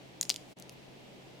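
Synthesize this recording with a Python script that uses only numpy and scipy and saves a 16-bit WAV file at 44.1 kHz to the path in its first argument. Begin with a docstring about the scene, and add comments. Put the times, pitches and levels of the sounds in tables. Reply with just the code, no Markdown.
"""Two quick clusters of dry clicks: three small plastic medals slide together in a closing hand, close by.
Each knock is a crack plus damped disc modes; the hardest also thuds into the palm.
The hand withdraws with a faint swish, the level dips briefly, then a thin plastic bag ticks
five times as its film buckles between the fingers. Small quiet room, low ventilation hum and hiss."""
import sys
import numpy as np
from scipy import signal
from scipy.fft import rfft, irfft, next_fast_len
from scipy.io import wavfile

SR = 44100
rng = np.random.default_rng(int(sys.argv[2]) if len(sys.argv) > 2 else 0)


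def pcm_store(signal):
    """Save signal as 16-bit PCM."""
    levels = np.round(np.clip(np.atleast_2d(signal), -1, 1) * 32767)
    wavfile.write(sys.argv[1], SR, levels.astype(np.int16).T)


N = 61739

# medal-on-medal knocks: t/s, energy/dB, favoured f/Hz, its boost/dB, tilt/(dB/octave),
# edge at 14 kHz/dB, body below 2.3 kHz/dB, t60 factor, left-right/dB
KNOCKS = [ (0.2119, -1.1, 7000, 17, 1.5, 1.5, 0, 1.43, 1), (0.2282, -17, 5420, -2, -1, 1, 2, 0.69, 8),
          (0.2297, -16, 5500, 8, 1, 5, 3.5, 0.51, -4), (0.2303, -13.3, 4050, 5, 4.5, -6, 3, 1.4, 2),
          (0.2527, -23, 5700, 17, -5.5, -6, 1, 0.78, 2.5), (0.2949, -3, 6000, 24, -4.5, 13, -1, 0.55, 6),
          (0.3015, -0.5, 4900, 16, -7.5, -3, -1.5, 0.61, 5), (0.3024, -8.5, 5320, 25, 0.5, 4, -0.5, 1.1, 7),
          (0.3100, -11.5, 4510, 23, -6.5, -4, -1, 1.72, 2), (0.3117, -16, 4200, 11, -4.5, -7, 2, 0.88, -3),
          (0.3119, -32, 7050, 25, 1, -6, 14, 1.3, 2), (0.3158, -24, 4670, 20, -1, -7, -3, 1.4, -2),
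          (0.3220, -23, 4460, 8, 0, -15, -5, 0.86, 4), (0.3425, -20.3, 3360, 16, 0, 4, 2, 0.7, -5),
          (0.3614, -14, 3250, 15, 1.4, -13, -1.5, 0.82, -3), (0.3686, -31, 4360, 8, 0, -11, -9, 1.1, 1), ]
# palm-damped medal modes: f/Hz, level/dB, base t60/ms
MEDAL_MODES = [(2320, -12.5, 7), (3040, -6.5, 5.6), (3450, -9, 5.7), (4180, 0.5, 5), (4850, -3.5, 6.2),
               (5550, -4.5, 4.8), (6200, -11.5, 7), (6910, 2, 4), (8370, -6.5, 2), (9400, -7, 2.9),
               (11660, -9, 1.7), (13200, -10, 2.5), (14810, -8, 2.5)]
# radiation of a small disc, little bass: f/Hz, level/dB
DISC_RADIATION = [(30, -48), (600, -4), (1300, -13), (2600, -1.5), (5000, 2), (9000, -1), (11500, -6),
                  (14500, -0.5), (16500, -14)]
# contact crack spectrum: f/Hz, level/dB
CRACK_EQ = [(30, -64), (300, -56), (1300, -15), (2500, -5), (6000, -1.5), (9000, 0.5), (11500, -8),
            (14500, -8.5), (16500, -18)]
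# cupped palm modes: f/Hz, level before differentiation/dB, t60/ms
PALM_MODES = [(241, -15, 24), (430, -4.5, 17), (680, 1.5, 9.3)]
# medal treble leans right: f/Hz, left-right/dB
TREBLE_PAN = [(9000, -0.5), (12500, -2.5)]
# bag ticks: t/s, energy/dB, centre f/Hz, width/octaves, ring f/Hz, snap t60/s, left-right/dB
BAG_TICKS = [ (0.5870, -35.5, 7600, 0.4, 7000, 0.0087, 8), (0.5988, -27, 8200, 0.76, 7900, 0.0052, 4.5),
             (0.6238, -26, 5560, 0.52, 5800, 0.002, 5.5), (0.6947, -23.5, 5040, 0.73, 2800, 0.0057, 3.5),
             (0.7220, -39, 12500, 0.43, 10900, 0.089, 2), ]
# hand swish spectrum: f/Hz, level/dB
BRUSH_EQ = [(30, -30), (2000, -10), (5000, 0), (9800, -2), (12000, -6), (16000, -9)]
# echoes off nearby surfaces: delay/s, level before EQ/dB
ECHOES = [(.0012, -29), (.0036, -19.5), (.0076, -25)]
# echo spectrum: f/Hz, level/dB
ECHO_EQ = [(300, 2), (4500, -3), (7000, -1), (12000, 9.5), (16000, -7)]
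# scatter and tail spectrum: f/Hz, level/dB
ROOM_EQ = [(300, 14), (2500, -3.5), (5000, -4.5), (7000, -1.5), (9500, 2.5), (12000, 4), (14000, -1),
           (16000, 3)]
# air noise spectrum: f/Hz, relative level/dB
AIR_EQ = [(20, -14.5), (50, -12), (90, -8.5), (140, -4.5), (300, -1), (450, -4.5), (650, -5.5), (900, -11),
          (1200, -19), (1600, -19.5), (2100, -16), (2900, -15.5), (4200, -20), (6500, -26.5), (10000, -34),
          (16000, -39.5)]
# air noise width: f/Hz, side-mid/dB
AIR_SIDE_EQ = [(30, 2), (120, -3), (300, -3), (700, -1.5), (1500, 1.5), (8000, -1.5), (15000, -6)]
# ventilation hum lines: f/Hz, rms level/dB, waver share, left-right/dB
HUM_LINES = [(131.7, -62.5, 0.17, 2), (185, -67.5, 0.6, 8.5), (246.8, -72.5, 0.68, -4)]


def medals():
    """Each knock cracks and kicks all modes; the contact point favours some, a rim adds edge, a face body."""
    focus_octaves, scatter_db = 0.17, 3.3
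    crack_db, crack_t60_s = -8.5, 0.0047
    out, t = np.zeros((2, N)), np.arange(SR // 20) / SR
    mode_hz, mode_db, t60_ms = np.array(MEDAL_MODES, float).T
    for start_s, db, favoured_hz, boost_db, tilt_db, edge_db, body_db, stretch, pan_db in KNOCKS:
        favoured = np.exp(-(np.log2(mode_hz / favoured_hz) / focus_octaves) ** 2)
        gains = undb(mode_db + boost_db * favoured + scatter_db * rng.standard_normal(len(mode_hz)))
        ring = sum(gain * np.cos(2 * np.pi * hz * t) * fade(t, stretch * ms / 1000)
                   for gain, hz, ms in zip(gains, mode_hz, t60_ms))
        ring[0] /= 2  # first sample straddles the contact
        crack = colour(rng.standard_normal(len(t)) * fade(t, crack_t60_s * stretch), CRACK_EQ)
        knock = unit(colour(ring, DISC_RADIATION)) + undb(crack_db) * unit(crack)
        contact_eq = [(2300, body_db), (2900, 0), (11000, 2 * tilt_db), (14000, 2 * tilt_db + edge_db)]
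        add(out, start_s, undb(db) * pan(pan_db) * unit(colour(knock, contact_eq)))
    return out


def palm_thud():
    """The hardest knock drives the low modes of the cupped palm."""
    start_s, energy_db = 0.3013, -21
    out, t = np.zeros((2, N)), np.arange(SR // 20) / SR
    modes = sum(undb(db) * np.sin(2 * np.pi * hz * t) * fade(t, ms / 1000) for hz, db, ms in PALM_MODES)
    add(out, start_s, undb(energy_db) * pan(0) * unit(np.gradient(modes)))
    return out


def bag():
    """The film buckles in single snaps: a broad noise band plus a brief ring."""
    ring_db, ring_t60_s = -5.5, 0.0059
    out, t = np.zeros((2, N)), np.arange(SR // 20) / SR
    grid_hz = np.geomspace(30, 20000, 32)
    for start_s, db, centre_hz, width_octaves, ring_hz, t60_s, pan_db in BAG_TICKS:
        band_db = -10 * np.log10(1 + 2 * (np.log2(grid_hz / centre_hz) / width_octaves) ** 4)
        snap = colour(rng.standard_normal(len(t)) * fade(t, t60_s), list(zip(grid_hz, band_db)))
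        ring = np.cos(2 * np.pi * ring_hz * t) * fade(t, ring_t60_s)
        tick = unit(snap) + undb(ring_db) * unit(ring)
        add(out, start_s, undb(db) * pan(pan_db) * unit(tick))
    return out


def brush():
    """Sleeve or palm brushes as the hand withdraws: a soft, high swish."""
    peak_s, width_s, peak_rms_db = 0.513, 0.036, -67
    t = np.arange(N) / SR
    hiss = colour(rng.standard_normal(N), BRUSH_EQ)
    swell = np.exp(-((t - peak_s) / width_s) ** 2)
    return undb(peak_rms_db) * swell * hiss / hiss.std()


def room(x):
    """Direct sound plus close echoes, quick scatter and a faint tail."""
    tail_db, low_t60_s, high_t60_s, split_hz = -21, 0.54, 0.57, 6000
    scatter_db, scatter_t60_s, build_s = -15.5, 0.17, 0.0035
    t = np.arange(SR // 2) / SR
    lowpass = signal.butter(2, split_hz, fs=SR, output="sos")
    highpass = signal.butter(2, split_hz, "high", fs=SR, output="sos")
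    low = signal.sosfilt(lowpass, rng.standard_normal((2, len(t))))
    high = signal.sosfilt(highpass, rng.standard_normal((2, len(t))))
    build = 1 - np.exp(-t / build_s)
    tail = unit(build * (low * fade(t, low_t60_s) + high * fade(t, high_t60_s)))
    scatter = unit(build * rng.standard_normal((2, len(t))) * fade(t, scatter_t60_s))
    echoes = np.zeros(len(t))
    for delay_s, db in ECHOES:
        echoes[int(delay_s * SR)] += undb(db)
    diffuse = undb(tail_db) * tail + undb(scatter_db) * scatter
    response = colour(diffuse, ROOM_EQ) + colour(echoes, ECHO_EQ)
    return x + signal.fftconvolve(x, response, axes=1)[:, :N]


def ventilation():
    """Wide, steady rush of air with three wavering hum lines."""
    air_rms_db, waver_hz = -53, 13
    t = np.arange(N) / SR
    mid, side = colour(rng.standard_normal((2, N)), AIR_EQ)
    air = mid + colour(side, AIR_SIDE_EQ) * np.array([[1], [-1]])
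    out = undb(air_rms_db) * air / air.std()
    waver_band = np.exp(-(np.fft.fftfreq(N, 1 / SR) / waver_hz) ** 2)
    for hz, db, waver, pan_db in HUM_LINES:
        drift = np.fft.ifft(waver_band * (rng.standard_normal(N) + 1j * rng.standard_normal(N)))
        line = np.real((1 + waver * drift / drift.std()) * np.exp(2j * np.pi * hz * t))
        out += undb(db) * pan(pan_db) * line / line.std()
    return out


def lean_right(x):
    """Shift the image right, mostly in the top treble."""
    return np.array([colour(channel, [(hz, sign * db / 2) for hz, db in TREBLE_PAN])
                     for channel, sign in zip(x, (1, -1))])


def level_dip():
    """Gain curve with one brief dip, ramps linear in dB."""
    start_s, end_s, ramp_s, depth_db = 0.5356, 0.5643, 0.013, -26.5
    t = np.arange(N) / SR
    inside_s = np.minimum(t - start_s, end_s - t)
    return undb(depth_db * np.clip(inside_s / ramp_s + 0.5, 0, 1))


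def undb(db):
    """dB to gain."""
    return 10 ** (np.asarray(db) / 20)


def unit(x):
    """Scale to energy 1."""
    return x / np.sqrt(np.sum(x ** 2, axis=-1, keepdims=True))


def fade(t, t60_s):
    """Exponential decay, -60 dB at t60_s."""
    return np.exp(-np.log(1000) * t / t60_s)


def pan(db):
    """Channel gains for a left-right level difference."""
    return undb(np.array([[db], [-db]]) / 2)


def colour(x, points):
    """Minimum-phase filter through (f/Hz, level/dB) points."""
    size = 2 * next_fast_len(x.shape[-1])
    hz, db = np.array(points, float).T
    curve_db = np.interp(np.log(np.fft.rfftfreq(size, 1 / SR) + 1), np.log(hz), db)
    cepstrum = irfft(np.log(undb(curve_db)))
    cepstrum[1:size // 2] *= 2  # fold onto positive time
    cepstrum[size // 2 + 1:] = 0
    return irfft(rfft(x, size) * np.exp(rfft(cepstrum)))[..., :x.shape[-1]]


def add(out, start_s, sound):
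    """Mix stereo sound into out at start_s."""
    i = int(round(start_s * SR))
    out[:, i:i + sound.shape[-1]] += sound[:, :N - i]


def scene():
    """Medals, swish and bag in the room over ventilation; the whole mix dips before the bag."""
    close = lean_right(medals() + palm_thud()) + brush() + bag()
    return (room(close) + ventilation()) * level_dip()


def record(dry):
    """Steep elliptic low-pass."""
    top_hz = 16200
    return signal.sosfilt(signal.ellip(8, 0.2, 70, top_hz, fs=SR, output="sos"), dry)


dry = scene()
out = record(dry)
pcm_store(out)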